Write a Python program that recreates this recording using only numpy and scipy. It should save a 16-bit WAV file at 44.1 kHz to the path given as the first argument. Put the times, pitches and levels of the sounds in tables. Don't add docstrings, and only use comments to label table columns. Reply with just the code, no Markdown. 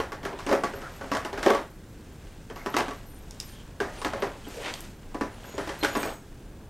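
import sys
import numpy as np
from scipy import signal
from scipy.fft import rfft, irfft
from scipy.io import wavfile

SR = 44100
rng = np.random.default_rng(int(sys.argv[2]) if len(sys.argv) > 2 else 0)


def wav_out(sig):
    wavfile.write(sys.argv[1], SR, np.round(np.clip(np.atleast_2d(sig).T, -1, 1) * 32767).astype(np.int16))


N = 295381


def from_db(db):
    return 10 ** (np.asarray(db) / 20)


def rms_one(x):
    return x / np.sqrt(np.mean(x ** 2) + 1e-20)


def in_time(rows):
    s, *columns = np.transpose(rows)
    return [np.interp(np.arange(N) / SR, s, column) for column in columns]


def shaped(x, spectrum):
    hz, db = np.transpose(spectrum)
    grid_hz = np.maximum(np.arange(N // 2 + 1) * SR / N, 1)
    gain_db = np.interp(np.log(grid_hz), np.log(hz), db)
    return irfft(rfft(x) * from_db(gain_db), N)


def band(x, low_hz, high_hz):
    edges_hz = [low_hz, min(high_hz, .45 * SR)]
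    return signal.sosfilt(signal.butter(3, edges_hz, "band", fs=SR, output="sos"), x)


def resonance(x, hz, width_hz):
    r = np.exp(-np.pi * width_hz / SR)
    numerator = np.array([1, 0, -1]) * (1 - r * r) / 2
    return signal.lfilter(numerator, [1, -2 * r * np.cos(2 * np.pi * hz / SR), r * r], x)


def grains(per_s, spread_db):
    sizes = from_db(spread_db * np.minimum(rng.exponential(1, N), 4))
    signed = sizes * rng.choice([-1, 1], N)
    return rms_one(signed * (rng.random(N) < per_s / SR))


def near_note(peak_db, note_hz, modes, db_per_octave):
    octaves_off = np.abs(np.log2(np.array(modes)[:, 0] / note_hz[:, None]))
    return peak_db[:, None] - db_per_octave * octaves_off


def strike(times, peaks_db, modes, spread_db):
    at = np.round(np.asarray(times) * SR).astype(int)
    out = np.zeros(N)
    strengths = from_db(peaks_db + spread_db * rng.standard_normal(peaks_db.shape))
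    for k, (hz, gain_db, t60) in enumerate(modes):
        clicks = np.full(N, 1e-18)
        clicks[at] = strengths[:, k] * from_db(gain_db) * (-1) ** k
        r = from_db(-60 / (t60 * SR))
        w = 2 * np.pi * hz / SR
        out += signal.lfilter([0, np.sin(w)], [1, -2 * r * np.cos(w), r * r], clicks)
    return out


# start_s, knock_db, hardness_db (extra treble), ring_down_s (t60 before each part's share),
# hollow_note_hz, wall_note_hz (favoured notes)
TOUCHES = [(0.001, -22, 0.5, 0.23, 483, 1140), (0.12, -29, 2, 0.29, 424, 1093),
           (0.231, -29, -0.5, 0.41, 355, 751), (.251, -24, 2, 0.24, 352, 1130),
           (.33, -28.5, -16, 0.14, 387, 813), (.389, -40, 15, 0.37, 396, 934),
           (.465, -20, -3, 0.38, 294, 885), (.492, -22, 0.5, .26, 393, 980),
           (0.513, -14.5, -8.5, 0.28, 560, 1060), (.527, -10, -9.5, 0.22, 365, 780),
           (0.636, -18, -1.5, 0.26, 340, 1200), (.736, -30, -6, 0.93, 400, 1450),
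           (0.818, -35.5, 2.5, 0.58, 440, 1530), (1.011, -27, -9, 0.65, 402, 1130),
           (1.116, -19.5, 0.5, 0.43, 302, 1120), (1.15, -24, 6.5, .082, 570, 1220),
           (1.169, -22, 3.5, 0.074, 636, 1140), (1.249, -25, 5, 0.17, 320, 960),
           (1.329, -26.5, 0.5, 0.21, 407, 770), (1.376, -27.5, 3, 0.28, 370, 1650),
           (1.429, -32, 18, 0.4, 361, 1600), (1.462, -8.5, -8.5, 0.28, 350, 830),
           (1.502, -12.5, -2, 0.043, 402, 1140), (1.534, -19, -7.5, 0.14, 622, 760),
           (1.548, -20.5, -2.5, 0.25, 400, 1160), (2.5, -28.5, -6.5, 0.2, 524, 720),
           (2.56, -36.5, 6, 0.59, 367, 1090), (2.661, -20.5, -2, 0.16, 366, 910),
           (2.741, -21.5, 0.5, 0.098, 300, 1210), (2.766, -16.5, 8, 0.13, 352, 785),
           (2.785, -28, 15, 0.14, 490, 1210), (2.802, -23, -1, 0.15, 460, 1140),
           (2.882, -31.5, 4.5, 0.26, 292, 1130), (2.909, -32, 3, 0.13, 424, 1120),
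           (3.802, -17, -5, 0.31, 418, 1560), (4.016, -40.5, 20, 0.22, 473, 1020),
           (4.047, -18.5, 1.5, 0.2, 334, 910), (4.063, -25.5, -11, .1, 330, 950),
           (4.134, -22.5, -5, 0.24, 690, 1300), (4.222, -14.5, -8, 0.22, 386, 990),
           (4.237, -26.5, -13, 0.29, 438, 896), (4.467, -31.5, -14, 0.33, 328, 762),
           (4.497, -48, 11, 0.4, 328, 1380), (5.145, -19.5, -12.5, .16, 320, 990),
           (5.21, -17.5, -7.5, 0.24, 301, 1000), (5.441, -39.5, 1.5, 0.53, 593, 1590),
           (5.539, -27.5, -32, 0.029, 402, 1360), (5.58, -20.5, -4, 0.36, 374, 786),
           (5.674, -28.5, 3.5, 0.25, 302, 780), (5.692, -25.5, 0.5, 0.28, 394, 751),
           (5.828, -20, -6, 0.17, 317, 2050), (5.833, -24.5, 13, 0.26, 463, 1940),
           (5.847, -19, 8, 0.12, 425, 1570), (5.885, -36, 15, .091, 425, 1490),
           (5.952, -20, 0, 0.15, 358, 980), (5.961, -17, -8, 0.23, 291, 990),
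           (6.03, -25.5, 6, 0.19, 345, 2100), (6.054, -23.5, -13, 0.34, 396, 1110),
           (6.073, -25, -8, 0.22, 373, 1330)]
# low_hz, high_hz, burst_gain_db,
# ring_down_share [ratio], level_db (against the knock), hardness_share [ratio]
PARTS = [(212.6, 766, -12, 1.024, -0.5, 0), (643, 1980, -7, 1.23, -6, 0.62),
         (1960, 6200, -4.5, 0.98, -17.5, 0.84), (7150, 14000, -13, 1.5, -20.5, 0.86)]
# pitch_hz, gain_db (relative), t60_s
TRAY_MODES = [(218, 4.5, 0.2), (278.2, 2.5, 0.15), (314.6, 3.5, 0.083), (368, 4, 0.054), (401.7, 2.5, 0.21),
              (455, 6, 0.055), (544, -0.5, 0.18), (554, 4, 0.18), (652.6, 0.5, 0.15), (733, -22, 0.035),
              (856, -1.5, 0.19), (1004, -9.5, 0.14), (997.5, 3, 0.14), (1085, -0.5, 0.3), (1130.4, 6, 0.12),
              (1309, 2, 0.3), (1461, 8.5, 0.082), (1629, 5, 0.04), (1825, -41, 0.063), (2170, 4, 0.046),
              (2422, 7, 0.084)]
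# pitch_hz, gain_db (relative), t60_s
FIGURE_MODES = [(2750, 0, .014), (3150, 0, .014), (3650, 0, .013), (4150, 0, .012), (4750, 0, .011),
                (5300, 0, .011), (5950, -2, .012), (6700, -2, .01), (7500, -2, .01), (8500, -2, .008),
                (10200, -6, .004), (12500, -3, .004), (14500, -7, .005)]
CRACK_S, CRACK_DB = .005, -5
TRAY_MODES_DB, OFF_NOTE_DB_PER_OCTAVE = -6.5, 34
LONGEST_PLASTIC_T60_S = .13
FIGURE_NOTE_HZ, FIGURE_NOTE_OCTAVES = 2500, 0.49
TIPS_NOTE_HZ, TIPS_NOTE_OCTAVES = 8500, .7
FIGURE_IN_TRAY_DB, TIPS_IN_TRAY_DB = 7, 10
CHANCE_DB = 3.5


def touch_bursts(parts_db):
    starts, ring_downs = np.transpose(TOUCHES)[[0, 3]]
    t = np.arange(SR // 2) / SR
    out = np.zeros(N)
    rattle = 0.4 * grains(500, 6.6)
    for (low, high, gain_db, share, *_), part_db in zip(PARTS, parts_db):
        power = np.zeros(N + len(t))
        for start, db, t60 in zip(starts, part_db, ring_downs):
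            at = round(start * SR)
            dying = from_db(-60 * t / max(t60 * share, .01)) + from_db(CRACK_DB) * np.exp(-t / CRACK_S)
            power[at:at + len(t)] += (from_db(db + gain_db) * dying) ** 2
        burst = np.sqrt(power[:N]) * (rng.standard_normal(N) + rattle)
        lift = np.sqrt(SR / 2 / (high - low))
        out += lift * band(burst, low, high)
    return out


def touches():
    s, knock_db, hard_db, _, hollow_hz, wall_hz = np.transpose(TOUCHES)
    parts_db = [knock_db + level_db + share * hard_db for *_, level_db, share in PARTS]
    out = touch_bursts(parts_db)

    stray = rng.random((len(s), 2))
    figure_hz = FIGURE_NOTE_HZ * 2 ** (FIGURE_NOTE_OCTAVES * stray[:, 0])
    tips_hz = TIPS_NOTE_HZ * 2 ** (TIPS_NOTE_OCTAVES * stray[:, 1])
    hollow = near_note(parts_db[0], hollow_hz, TRAY_MODES, OFF_NOTE_DB_PER_OCTAVE)
    walls = near_note(parts_db[1], wall_hz, TRAY_MODES, OFF_NOTE_DB_PER_OCTAVE)
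    figure = near_note(parts_db[2], figure_hz, FIGURE_MODES, OFF_NOTE_DB_PER_OCTAVE)
    tips = near_note(parts_db[3], tips_hz, FIGURE_MODES, OFF_NOTE_DB_PER_OCTAVE)

    figure_db = np.maximum(FIGURE_IN_TRAY_DB + figure, TIPS_IN_TRAY_DB + tips)
    out += strike(s, figure_db, FIGURE_MODES, CHANCE_DB)
    damped = [(hz, db, min(t60, LONGEST_PLASTIC_T60_S)) for hz, db, t60 in TRAY_MODES]
    return out + strike(s, TRAY_MODES_DB + np.maximum(hollow, walls), damped, CHANCE_DB)


# start_s, level_db (snap peak), pitch_hz (favoured note)
TICKS = [(3.309, -34, 5500), (3.346, -46, 7000), (3.401, -18, 5500), (3.410, -29, 4600), (3.491, -42, 4200),
         (3.496, -42, 4200), (4.739, -20.5, 3500), (4.806, -29, 9500)]


def ticks():
    s, peak_db, note_hz = np.transpose(TICKS)
    out, t = np.zeros(N), np.arange(2000) / SR
    decay = np.exp(-t / .0012) + from_db(-20) * np.exp(-t / .018)
    snaps = rng.standard_normal((len(s), len(t))) * decay
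    for start, db, hz, snap in zip(s, peak_db, note_hz, snaps):
        snap = resonance(snap, hz, .6 * hz)
        out[round(start * SR):][:len(t)] += from_db(db) * snap / np.abs(snap).max()
    modes_db = near_note(peak_db - 10, note_hz, FIGURE_MODES, db_per_octave=15.0)
    return out + strike(s, modes_db, FIGURE_MODES, CHANCE_DB)


# time_s, level_db (dull rub on the tray),
# brightness_db
RUB = [(0.0, -47, 1), (.18, -50.5, -7), (.33, -41, -5), (.5, -52.5, 4), (1.1, -54, 7), (1.3, -46, -4),
       (1.45, -35, -2), (1.49, -22.5, -0.5), (1.6, -34.5, -6), (1.72, -62, 2), (2.27, -57.5, 4),
       (2.6, -62.5, 3), (2.8, -29.5, -0.5), (2.97, -53, 5), (3.1, -58, 1.5), (3.38, -57.5, 5),
       (3.42, -59, 12), (3.78, -57.5, 0.5), (3.97, -48, 9), (4.18, -39, -2), (4.42, -54, 5.5),
       (4.53, -69.5, 22), (4.66, -37, 8), (4.85, -57, 12.5), (4.97, -59.5, 2), (5.35, -52, 2.5),
       (5.62, -49.5, 8), (5.78, -52.5, 10), (6.0, -37.5, 6), (6.12, -41, 4), (6.19, -61, 3.5),
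       (6.7, -56.5, -3)]
# (per Hz, relative)
RUSTLE = [(2060, 0), (3500, -3.5), (6960, -5), (9260, -8), (11100, -16.5), (13200, -10), (16000, -46)]
FLOOR_DULL_DB, FLOOR_SCRAPE_DB, FLOOR_RUSTLE_DB = -55.5, -62.5, -61
SCRAPE_FOLLOWS, RUSTLE_FOLLOWS = (.9, 0.68), (0.42, 0.92)
FLUTTER_DB = .8


def rubbing():
    dull_db, brightness_db = in_time(RUB)
    swing_db = dull_db - FLOOR_DULL_DB
    scrape_db = FLOOR_SCRAPE_DB + SCRAPE_FOLLOWS[0] * swing_db + SCRAPE_FOLLOWS[1] * brightness_db
    rustle_db = FLOOR_RUSTLE_DB + RUSTLE_FOLLOWS[0] * swing_db + RUSTLE_FOLLOWS[1] * brightness_db
    flutter_db = FLUTTER_DB * rms_one(band(rng.standard_normal((2, N)), 10, 45))
    scrape_db = scrape_db + flutter_db[0]
    rustle_db = rustle_db + flutter_db[1]
    dull = rms_one(band(grains(2500, 3.0), 250, 1000))
    scrape = rms_one(band(grains(3000, 3.0), 850, 3600))
    rustle = rms_one(shaped(grains(9000, 2.0), RUSTLE))
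    return from_db(dull_db) * dull + from_db(scrape_db) * scrape + from_db(rustle_db) * rustle


# start_s, length_s, pitch_hz, width_hz,
# level_db (rms before the fades)
NARROW_SOUNDS = [(0.816, 0.089, 1390, 350, -42.5), (0.995, .06, 1454, 150, -45),
                 (2.573, 0.073, 2140, 80, -50.5), (3.05, 0.17, 9250, 500, -62.5),
                 (3.44, 0.14, 9170, 200, -61), (3.503, 0.15, 3100, 700, -57),
                 (3.972, 0.069, 9250, 300, -53), (4.432, 0.05, 3100, 400, -54),
                 (4.533, 0.11, 490, 201, -39), (4.62, 0.11, 1530, 2480, -36.5),
                 (5.307, 0.077, 10950, 80.5, -65), (5.441, 0.021, 1600, 150, -50),
                 (5.446, 0.15, 6800, 200, -57.5), (5.587, 0.076, 10800, 80, -60),
                 (5.801, 0.043, 4160, 100, -44), (5.88, 0.1, 6820, 100, -51.5)]


def narrow_sounds():
    out, pulses = np.zeros(N + SR), grains(2500.0, 1.27)
    for s, length, hz, width_hz, db in NARROW_SOUNDS:
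        at, n = round(s * SR), round(length * SR)
        once = resonance(pulses[at:at + n], hz, width_hz)
        tone = rms_one(resonance(once, hz, width_hz))
        out[at:at + n] += from_db(db) * tone * signal.windows.tukey(n, .6)
    return out[:N]


# start_s, level_db (before mode gain and chance)
TINKLES = [(5.79, -36), (5.84, -42), (5.93, -44), (5.965, -42), (5.99, -41), (6.02, -47), (6.045, -45),
           (6.09, -50), (6.13, -53)]
RINGS_HZ = [6650, 8050, 8240, 10755, 11750, 11785, 13490, 13935, 15052]
# gain_db (relative), t60_s
RINGS = [(-6, .4), (-9, .3), (-6, .25), (-4, .28), (-12, .3), (-3, .36), (-5, .28), (-6, .24), (-7, .22)]
GLANCING = 3
GRIP_DB = 2


def tinkles():
    s, peak_db = np.transpose(TINKLES)
    peaks_db = peak_db[:, None] + np.zeros(len(RINGS))
    strongest = np.argmax(np.array(RINGS)[:, 0])
    peaks_db[:GLANCING] -= 30 * (np.arange(len(RINGS)) != strongest)
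    grip = rms_one(band(rng.standard_normal(N), 15, 60))
    ringing = strike(s, peaks_db, np.column_stack([RINGS_HZ, RINGS]), spread_db=3.0)
    return from_db(GRIP_DB * grip) * ringing


# start_s, level_db
JINGLES = [(.74, -53), (.92, -53), (1.45, -57), (1.51, -60), (2.552, -55), (2.7, -54), (2.935, -57),
           (3.06, -49), (3.18, -58), (3.43, -53), (3.52, -62), (4.2, -56), (4.48, -51), (4.72, -58),
           (4.77, -53), (5.44, -54)]
JINGLE_HZ, JINGLE_WIDTH_HZ, JINGLE_T60_S = 12870, 100, .55
FAINT_JINGLES, FAINT_JINGLE_DB, STRAP_MOVES_S = 16, -68, (.3, 4.9)


def strap():
    faint = [(s, FAINT_JINGLE_DB) for s in rng.uniform(*STRAP_MOVES_S, FAINT_JINGLES)]
    shakes = np.full(N, 1e-18)
    for s, db in JINGLES + faint:
        shakes[round(s * SR)] += from_db(2 * db)
    power = signal.lfilter([1], [1, -from_db(-120 / (JINGLE_T60_S * SR))], shakes)
    once = resonance(grains(700, 2.7), JINGLE_HZ, JINGLE_WIDTH_HZ)
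    links = resonance(once, JINGLE_HZ, JINGLE_WIDTH_HZ)
    return np.sqrt(power) * rms_one(links)


ROOM_T60_S, ROOM_DB, ROOM_DULL_HZ, ROOM_GAP_S = 0.24, -9, 4970, 0.0065


def room(x):
    t = np.arange(int(.6 * SR)) / SR
    noise = rng.standard_normal(len(t)) * (t > ROOM_GAP_S)
    dull = signal.sosfilt(signal.butter(1, ROOM_DULL_HZ, fs=SR, output="sos"), noise)
    tail = dull * from_db(-60 * t / ROOM_T60_S) + (noise - dull) * from_db(-95 * t / ROOM_T60_S)
    return signal.fftconvolve(x, tail / np.sqrt(np.sum(tail ** 2)))[:N]


# (per Hz, relative)
AIR = [(12, -14), (22, 3.5), (52, -2), (116, -5), (200, -9), (320, -12.5), (540, -19.5), (900, -42),
       (1600, -27.5), (3000, -69), (6000, -53), (10000, -43.5), (16000, -40)]
AIR_DB = -44


def room_tone():
    return from_db(AIR_DB) * rms_one(shaped(rng.standard_normal(N), AIR))


def scene():
    table = touches() + ticks() + tinkles()
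    echoes = from_db(ROOM_DB) * room(table)
    mid = table + echoes + rubbing() + narrow_sounds() + strap() + room_tone()
    return np.array([mid, mid])


# (per Hz, relative)
HISS = [(30, -4), (300, -10), (1500, -17), (4000, -15), (9000, -13), (16000, -16)]
HISS_DB = -69
TREBLE_STEP_HZ, TREBLE_STEP_DB, CUTOFF_HZ = 9000, -5, 15800


def record(dry):
    below = signal.sosfilt(signal.butter(4, TREBLE_STEP_HZ, fs=SR, output="sos"), dry)
    above = signal.sosfilt(signal.butter(4, TREBLE_STEP_HZ, "high", fs=SR, output="sos"), dry)
    hiss = from_db(HISS_DB) * rms_one(shaped(rng.standard_normal(N), HISS))
    heard = below + from_db(TREBLE_STEP_DB) * above + hiss * [[1], [-1]]
    return signal.sosfilt(signal.ellip(12, .5, 70, CUTOFF_HZ, fs=SR, output="sos"), heard)


dry = scene()
out = record(dry)
wav_out(out)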